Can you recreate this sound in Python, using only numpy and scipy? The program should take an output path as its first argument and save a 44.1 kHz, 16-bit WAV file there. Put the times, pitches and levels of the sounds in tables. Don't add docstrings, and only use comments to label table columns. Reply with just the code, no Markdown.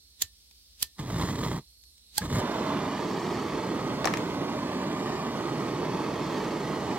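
import sys
import numpy as np
from scipy import signal
from scipy.fft import rfft, irfft, next_fast_len
from scipy.io import wavfile
from scipy.ndimage import uniform_filter1d, map_coordinates

SR = 44100
rng = np.random.default_rng(int(sys.argv[2]) if len(sys.argv) > 2 else 0)


def waveform_to_disk(signal):
    frames = np.transpose(np.atleast_2d(signal))
    scaled = np.clip(frames, -1, 1) * 32767
    samples = np.round(scaled).astype(np.int16)
    wavfile.write(sys.argv[1], SR, samples)


N = 307818
TIME = np.arange(N) / SR
FREQS = np.fft.rfftfreq(N, 1 / SR)

# start_s, level_db, side_db, hood_hz, hood_db, fingers_hz, fingers_db, treble_db, scrape_rise_s
STRIKES = [(0.222, -14.5, -2.5, 3550, 5, 7000, 11, 0.5, 0.011),
           (0.8279, -14, -1, 4700, 5, 10500, 10.5, 1, 0.015),
           (2.1817, -15, -3.5, 4530, 5.5, 8300, 7, -3, 0.017)]
# pitch_hz, level_db
FLINT_TONE = [(100, -2), (600, -13.5), (1300, -11), (2700, -3), (3500, 2.5), (4600, 2.5), (5400, 1.5),
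              (6400, 1.5), (8400, 0), (9500, -11), (10400, -3), (11400, -1), (13500, 2.5), (15000, -3)]
# pitch_hz, level_db
YELLOW_TONE = [(22, -22), (55, -9), (100, -6), (140, 0.5), (200, -4), (400, -8), (1100, -11.5),
               (2000, -19.5), (2700, -28), (3700, -22), (5000, -27), (7500, -28.5), (9200, -39.5),
               (15500, -39)]
# pitch_hz, level_db
SPUTTER_TONE = [(200, -15), (1500, 0), (4000, -1), (5000, 2), (7500, 2), (9500, -4.5), (15500, -11.5)]


def amp(db):
    return 10 ** (np.asarray(db) / 20)


def unit(x):
    return x / np.sqrt(np.mean(x ** 2) + 1e-20)


def at_hz(points, hz):
    pitch, value = np.transpose(points)
    return np.interp(np.log(hz + 1), np.log(pitch + 1), value)


def bumps(peaks, hz):
    return sum(db * np.exp(-.5 * ((hz - pitch) / width) ** 2) for pitch, width, db in peaks)


def colour(x, db):
    hz = abs(np.fft.fftfreq(4096, 1 / SR))
    log_gain = np.log(amp(db(hz)))
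    taps = np.fft.ifft(np.exp(signal.hilbert(log_gain).conj())).real
    return signal.oaconvolve(x, taps)[:len(x)]


def dull(x, hz):
    return signal.sosfilt(signal.butter(1, min(hz, SR / 3), fs=SR, output="sos"), x)


def wander(hz):
    return unit(irfft(rfft(rng.standard_normal(N)) / (1 + (FREQS / hz) ** 2), N))


def pan(db):
    return amp(np.array([[db / 2], [-db / 2]]))


def add(mix, start_s, sound):
    part = mix[:, max(round(start_s * SR), 0):][:, :sound.shape[-1]]
    part += sound[..., :part.shape[1]]


def ring(modes, t):
    return sum(amp(db - 60 * t / fade_s) * np.sin(2 * np.pi * hz * t) for hz, db, fade_s in modes)


def echoes(x, fade_s):
    t = np.arange(SR // 2) / SR
    decay = amp(-60 * t / fade_s) * (t > .001)
    tail = rng.standard_normal((2, len(t))) * decay
    for _ in range(4):
        spectrum = rfft(tail)
        tail = irfft(spectrum / (abs(spectrum) + 1e-12), len(t)) * np.minimum(10 * decay, 1)
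    tail /= np.linalg.norm(tail, axis=1)[:, None]
    return signal.fftconvolve(np.atleast_2d(x), tail, axes=1)[:, :N]


def leak(level_db=-59.5, shielded_db=-2.5, hand_echo=0.38, echo_s=0.00014):
    # pitch_hz, level_db
    gas_tone = [(22, -30), (60, 4), (110, -17), (300, -24), (900, -36.5), (1500, -35.5), (2700, -26.5),
                (3600, -17), (5300, -16), (6600, -24.5), (9800, -28), (13000, -32), (15000, -25.5)]
    # middle_s, length_s, closeness (0-1)
    shields = [(0.02, 0.23, 0.6), (1.878, 0.39, 0.8)]
    shared, *apart = rfft(rng.standard_normal((3, N)))
    left_late = np.exp(-2j * np.pi * np.outer([4, 0], FREQS) / SR)
    noise = shared * left_late + np.array(apart) * FREQS / (FREQS + 100)
    hiss = unit(irfft(amp(at_hz(gas_tone, FREQS)) * noise, N))
    shield = sum(close * np.exp(-(2 * (TIME - s) / length) ** 2) for s, length, close in shields)
    delay_s = echo_s * (1 + 0.11 * wander(hz=3))
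    echo = np.array([map_coordinates(side, [(TIME - delay_s) * SR], mode="nearest") for side in hiss])
    gain = amp(level_db + shielded_db * shield + 0.5 * wander(hz=5.9))
    return pan(db=-0.5) * gain * (hiss + hand_echo * shield * echo)


def whistle(hoarse_hz=750, focused_hz=360, follow=0.25, waver_db=1.5):
    # time_s, pitch_hz, level_db, focus (0-1)
    path = [(0, 4270, -63, 0.5), (0.14, 4290, -66, 0.4), (0.2, 4000, -60, 0.2), (0.35, 4270, -71, 0),
            (0.55, 4408, -68, 0.2), (0.65, 4784, -67, 0.2), (0.74, 4082, -68, 0.4), (1.64, 4244, -65, 0.65),
            (1.8, 4353, -63, 0.9), (1.88, 4365, -61, 0.5), (1.93, 4060, -67, 0.2),
            (2.02, 4010, -65.5, 0.39), (2.12, 4160, -61, 0.4)]
    # pitch_ratio, width_hz, gain_db
    nozzle_tones = [(1.32, 800, -10), (2.02, 903, -8.5), (2.66, 747, -7.5)]

    def band(hz, width):
        shared, *apart = rng.standard_normal((3, N)) + 1j * rng.standard_normal((3, N))
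        smoothing = signal.butter(2, width / 2, fs=SR, output="sos")
        slow = signal.sosfilt(smoothing, shared + 0.98 * np.array(apart))
        lag = np.array([[5], [0]]) * hz / SR
        return unit((slow * np.exp(2j * np.pi * (np.cumsum(hz) / SR - lag))).real)
    times, *columns = np.transpose(path)
    hz, db, focus = (np.interp(TIME, times, column) for column in columns)
    _, rest_hz, rest_db, _ = np.mean(path, axis=0)
    upper_hz = rest_hz + follow * (hz - rest_hz)
    upper_db = rest_db + follow * (db - rest_db)
    upper = sum(amp(upper_db + gain_db + waver_db * wander(hz=5.7)) * band(ratio * upper_hz, width)
                for ratio, width, gain_db in nozzle_tones)
    tone = np.sqrt(focus) * band(hz, focused_hz) + np.sqrt(1 - focus) * band(hz, hoarse_hz)
    return pan(db=-7.0) * (amp(db) * tone + upper)


def hum(pitch_hz=56.2, level_db=-72.5, waver_db=-0.5, drift=0.0252):
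    turns = np.cumsum(pitch_hz * (1 + drift * wander(hz=3.3))) / SR
    return amp(level_db + waver_db * wander(hz=4)) * unit(np.sin(2 * np.pi * turns))


def strikes(scrape_db=-17, sparks_db=-17, sparks_s=0.017, snap_s=0.002, treble_hz=10000.0):
    # pitch_hz, side_db
    flint_sides = [(300, -3), (2000, 4.5), (4500, -3), (6500, -0.5), (7400, 6), (9000, -12.5),
                   (10700, -2.5), (12200, -5), (14000, -5)]
    # pitch_hz, level_db, fade_s
    tube_tones = [(1798, -33, .16), (3133, -32, .08), (4064, -29, .11)]
    hood_width_hz, fingers_width_hz = 290, 440
    out, t = np.zeros((2, N)), np.arange(-SR // 12, SR // 5) / SR
    before, after = np.maximum(-t, 0), np.maximum(t, 0)
    for start_s, db, side_db, hood_hz, hood_db, fingers_hz, fingers_db, treble_db, rise_s in STRIKES:
        hollows = [(hood_hz, hood_width_hz, hood_db), (fingers_hz, fingers_width_hz, fingers_db)]

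        def grinding(cupped):
            def tone(hz):
                treble = treble_db * hz ** 8 / (hz ** 8 + treble_hz ** 8)
                return at_hz(FLINT_TONE, hz) + cupped * bumps(hollows, hz) + treble
            noise = rng.standard_normal(len(t)) + 1.7 * rng.standard_normal((2, len(t)))
            left = colour(noise[0], lambda hz: tone(hz) + at_hz(flint_sides, hz) / 2)
            right = colour(noise[1], lambda hz: tone(hz) - at_hz(flint_sides, hz) / 2)
            return unit(np.array([np.roll(left, -4), right]))
        scrape = amp(scrape_db) * np.exp(-before / rise_s)
        sparks = amp(sparks_db) * np.exp(-after / sparks_s)
        grit = amp(2.5 * unit(uniform_filter1d(rng.standard_normal(len(t)), size=30)))
        snap = grinding(cupped=1) * np.exp(-abs(t) / snap_s)
        rasp = dull(grinding(cupped=0.4), hz=7000) * np.where(t < 0, scrape, sparks) * grit
        add(out, start_s + t[0], amp(db) * pan(side_db) * (snap + rasp + ring(tube_tones, after)))
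    return out


def puffs(rough=0.12):
    # start_s, level_db, pitch_hz, fade_s
    catches = [(0.237, -44, 84, 0.11), (0.842, -51, 78, 0.13), (2.181, -29, 1620, 0.05),
               (2.182, -27, 844, 0.095), (2.211, -29, 150, 0.05), (2.219, -30, 1680, 0.03)]
    out, t = np.zeros((2, N)), np.arange(SR // 4) / SR
    for start_s, db, hz, fade_s in catches:
        flutter = unit(dull(rng.standard_normal(len(t)), hz=hz / 5))
        add(out, start_s, ring([(hz, db, fade_s)], t) * (1 + rough * dull(flutter, hz=hz / 2)))
    return out


def lever(fade_s=0.027):
    # start_s, level_db, side_db
    releases = [(0.511, -50.5, -6), (1.837, -51.5, 4), (1.979, -56, -3)]
    out, t = np.zeros((2, N)), np.arange(SR // 20) / SR
    for start_s, db, side_db in releases:
        noise = rng.standard_normal((2, len(t)))
        bright = np.array([colour(side, lambda hz: at_hz(FLINT_TONE, hz)) for side in noise])
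        tick = unit(dull(bright, hz=6040))
        add(out, start_s, pan(side_db) * amp(db - 60 * t / fade_s) * tick)
    return out


def burning(per_s, spread_db, smooth):
    drops = (rng.random(N) < per_s / SR) * amp(spread_db * np.minimum(rng.exponential(1, N), 4))
    return np.sqrt(smooth) * rng.standard_normal(N) - np.sqrt(1 - smooth) * unit(drops - drops.mean())


def flame(pressure, tone, split_hz=600):
    # pitch_hz, width_hz, gain_db
    peaks = [(530, 36, -6.5), (720, 79.5, -7), (1392, 81, -7.5), (2900, 190, 2), (3630, 175, 4),
             (4720, 95, 1.5), (7630, 360, 3.5), (8880, 130, 5.5)]
    sound = colour(pressure, lambda hz: at_hz(tone, hz) + bumps(peaks, hz))
    bass = irfft(rfft(sound) / (1 + (FREQS / split_hz) ** 8), N)
    return unit(bass), unit(sound - bass)


def alight(start_s, end_s, rise_s=0.0074, fall_s=0.013):
    return np.exp(np.minimum(TIME - start_s, 0) / rise_s - np.maximum(TIME - end_s, 0) / fall_s)


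def yellow_flame(bass_db=-30, treble_db=-36, sputter_db=-46.5, ragged_db=2.6, bass_lag_s=0.0082):
    # time_s, size_db
    burns = [
        [(.993, -5), (1.02, -10.5), (1.04, -14.5), (1.11, -5.5), (1.14, -6.5), (1.2, 0.5), (1.27, -1.5),
         (1.36, -5.5), (1.46, -2), (1.52, -4.5), (1.582, -8)],
        [(2.214, -5), (2.252, -4.5), (2.28, -10.5), (2.33, 1.5), (2.395, 1.5)],
    ]
    bass, treble = flame(burning(per_s=2400, spread_db=2.6, smooth=0.3), YELLOW_TONE)
    treble = unit(treble * amp(ragged_db * wander(hz=120)))
    sparse = burning(per_s=600, spread_db=2.8, smooth=0)
    sputter = unit(colour(sparse, lambda hz: at_hz(SPUTTER_TONE, hz)))
    crackle = amp(treble_db) * treble + amp(sputter_db) * sputter
    out = np.zeros(N)
    for burn in burns:
        times, sizes = np.transpose(burn)
        size_db = np.interp(TIME, times, sizes)
        out += alight(times[0] + bass_lag_s, times[-1]) * amp(bass_db + 0.6 * size_db) * bass
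        out += alight(times[0], times[-1]) * amp(size_db) * crackle
    return out


def pops(puff=0.03, fade_s=0.015, dull_hz=2200):
    # start_s, pop_db, snap_db
    pockets = [(0.994, -30, -48), (1.043, -34, -43), (1.102, -20, -37), (1.162, -19.5, -41),
               (1.1974, -19, -34), (1.235, -17, -34), (1.2886, -21.5, -40), (1.335, -24.5, -36),
               (1.433, -31, -39), (1.464, -18, -37), (1.4838, -34, -38), (1.5155, -17.5, -38),
               (1.5227, -22, -36), (2.351, -20, -42), (2.3964, -37, -33)]
    out, t = np.zeros((1, N)), np.arange(SR // 12) / SR
    drop = -1. * (t == 0)
    snap = colour(drop, lambda hz: at_hz(SPUTTER_TONE, hz))
    for start_s, pop_db, snap_db in pockets:
        pressure = drop + puff * amp(-60 * t / fade_s) * rng.standard_normal(len(t))
        pop = colour(pressure, lambda hz: at_hz(YELLOW_TONE, hz) - 10 * np.log10(1 + (hz / dull_hz) ** 2))
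        add(out, start_s, amp(pop_db) * pop / abs(pop).max() + amp(snap_db) * snap / abs(snap).max())
    return out[0]


def left_lag():
    # time_s, lag_samples
    sweep = [(1.3, 3), (2.5, 3.5), (3.3, 0), (4.0, 4), (5.05, 4), (5.6, 3), (6.4, 0.5), (6.95, 2.5)]
    return np.interp(TIME, *np.transpose(sweep))


def scattering(x, fade_s=0.0408, shift_hz=1.5):
    weights = np.array([wander(hz=shift_hz) for _ in range(3)])
    weights /= np.linalg.norm(weights, axis=0) + 1e-9
    return sum(weight * echoes(x, fade_s) for weight in weights)


def from_torch(x, scatter, board_s=0.0015, board_swing=0.0082, board_db=-16, bench_db=-13):
    # time_s, delay_ms
    lift = [(2.5, 0.95), (4.3, 0.905), (5.4, 0.92), (6.1, 0.905), (6.7, 0.96), (6.95, 0.98)]
    # pitch_hz, share (0-1)
    straight_share = [(200, 0.99), (1100, 0.95), (2000, 0.9), (5000, 0.85), (7000, 0.6), (9500, 0.85),
                      (15000, 0.4)]
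    # pitch_hz, side_db
    torch_sides = [(150, 0.1), (500, -4.5), (1200, -2.5), (1450, -7.5), (1800, 0), (2600, -6), (3700, -2.5),
                   (4600, 0.5), (6000, 0), (7400, 4), (8800, -23.5), (11000, -4), (13000, -14), (15500, -7)]

    def late(sound, samples):
        return map_coordinates(sound, [np.arange(N) - samples], order=5, mode="nearest")
    lag = left_lag()
    boards = late(dull(x, hz=1800), SR * board_s * (1 - board_swing * lag))
    bench = late(dull(x, hz=6500), SR * np.interp(TIME, *np.transpose(lift)) / 1000 - 1)
    x = x + amp(board_db) * boards + amp(bench_db) * bench
    straight = np.array([late(x, lag / 2), late(x, -lag / 2)])
    padded = next_fast_len(N + SR // 10)
    hz = np.fft.rfftfreq(padded, 1 / SR)
    share = np.clip(1 - scatter * (1 - at_hz(straight_share, hz)), 0, .999)
    heard = share * rfft(straight, padded) + np.sqrt(1 - share ** 2) * rfft(scattering(x), padded)
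    sides = amp(np.outer([.5, -.5], at_hz(torch_sides, hz)))
    return irfft(heard * sides / np.sqrt((sides ** 2).mean(0)), padded)[:, :N]


def blue_flame(start_s=2.39, roar_db=-31.5, rush_db=-37, bite_db=-36.5):
    # pitch_hz, level_db
    roar_tone = [(22, -34), (50, -18.5), (90, -14.5), (150, -2), (320, 2), (600, -2.5), (1150, -12),
                 (1600, -16.5), (2000, -21.5), (2600, -24.5), (5000, -32.5), (7200, -37.5), (9300, -43.5),
                 (15500, -49)]
    # pitch_hz, level_db
    bite_tone = [(150, -33), (500, 3), (800, -2.5), (1200, -2), (1600, -7), (2100, -23), (2750, -32),
                 (3030, -8.5), (3250, -29), (3600, -4), (4000, -24), (8000, -45)]
    catch_s, hold_s, settle_s = 0.012, 0.083, 0.42
    tremble_db, waver_db = 1.32, -0.21
    bass, treble = flame(burning(per_s=4000, spread_db=2.8, smooth=0.44), roar_tone)
    treble = treble * amp(tremble_db * wander(hz=500))
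    bite = unit(colour(rng.standard_normal(N), lambda hz: at_hz(bite_tone, hz)))
    young = np.exp(-(np.maximum(TIME - start_s - hold_s, 0) / settle_s) ** 2)
    lit = np.exp(np.minimum(TIME - start_s, 0) / catch_s) * (TIME > STRIKES[-1][0])
    roar = amp(roar_db + 0.5 * young) * bass + amp(rush_db + 1.5 * young) * treble
    roar += amp(bite_db) * young * bite
    return lit * (amp(waver_db * wander(hz=5.0)) * roar + amp(rush_db) * jet())


def jet(db_per_lag_sample=-0.8):
    # pitch_hz, width_hz, gain_db
    bands = [(4496, 520, -17.5), (5640, 2200, -17.5), (7200, 2200, -31), (12500, 5500, -35)]
    hiss = np.zeros(N)
    for hz, width, db in bands:
        spectrum = rfft(rng.standard_normal(N)) / (1 + (2 * (FREQS - hz) / width) ** 4)
        hiss += amp(db) * unit(irfft(spectrum, N))
    return amp(db_per_lag_sample * abs(left_lag())) * hiss


def knocks(snap=4, crack_fade_s=0.018, rattle_db=-17, rattle_fade_s=0.045, spot_db=8.5, spot_width=0.084):
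    # start_s, level_db, side_db, db_per_octave, spot_hz
    bounces = [(4.0446, -14, 2, -3, 4350), (4.0551, -17.5, 10.5, 4.5, 5940), (4.0581, -10.5, -2, -15, 850),
               (4.0731, -13, -5, 0, 1130), (4.0803, -18.5, 3, -4, 910), (4.138, -15, 1, 0, 2540),
               (4.172, -24, 5, 2.5, 7140), (4.184, -45, -2, 16, 7400)]
    # pitch_hz, level_db
    knock_tone = [(150, -22), (500, 8), (1100, 11.5), (1800, 12.5), (3000, 2), (5500, -1), (8000, -12),
                  (15000, -22)]
    # pitch_hz, level_db, fade_s
    case_tones = [(1047, -28.5, 0.033), (1886, -24, 0.1), (2300, -23, 0.036), (5720, -32, 0.015),
                  (7400, -27, 0.02)]
    out, t = np.zeros((2, N)), np.arange(SR // 6) / SR
    decay = amp(-60 * t / crack_fade_s) + amp(rattle_db - 60 * t / rattle_fade_s)
    for start_s, db, side_db, db_per_octave, spot_hz in bounces:
        def tilt(hz):
            return db_per_octave * np.log2(np.maximum(hz, 300) / 2000)

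        def tone(hz):
            spot = bumps([(spot_hz, spot_width * spot_hz, spot_db)], hz)
            return at_hz(knock_tone, hz) + tilt(hz) + spot
        noise = (rng.standard_normal(len(t)) + rng.standard_normal((2, len(t)))) / np.sqrt(2)
        blow = snap * (t == 0) + decay * noise
        crack = np.array([colour(side, tone) for side in blow])
        case = ring([(hz, ring_db + tilt(hz), fade_s) for hz, ring_db, fade_s in case_tones], t)
        add(out, start_s, amp(db) * pan(side_db) * (7 * crack / np.linalg.norm(crack) + case))
    return out


def scene():
    lighting, clatter = strikes() + puffs(), knocks()
    walls = echoes(amp(-20) * lighting, fade_s=0.12) + echoes(amp(-8.5) * clatter, fade_s=0.31)
    blue = from_torch(blue_flame(), scatter=1)
    yellow = from_torch(yellow_flame() + pops(), scatter=0.3)
    return leak() + whistle() + hum() + lighting + lever() + yellow + blue + clatter + walls


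def record(dry):
    lowest_hz, highest_hz = 39, 15900
    thin = signal.sosfilt(signal.butter(4, lowest_hz, "high", fs=SR, output="sos"), dry)
    treble_cut = signal.firwin(2047, highest_hz, window=("kaiser", 9), fs=SR)
    return signal.oaconvolve(thin, treble_cut[None], "same")


dry = scene()
out = record(dry)
waveform_to_disk(out)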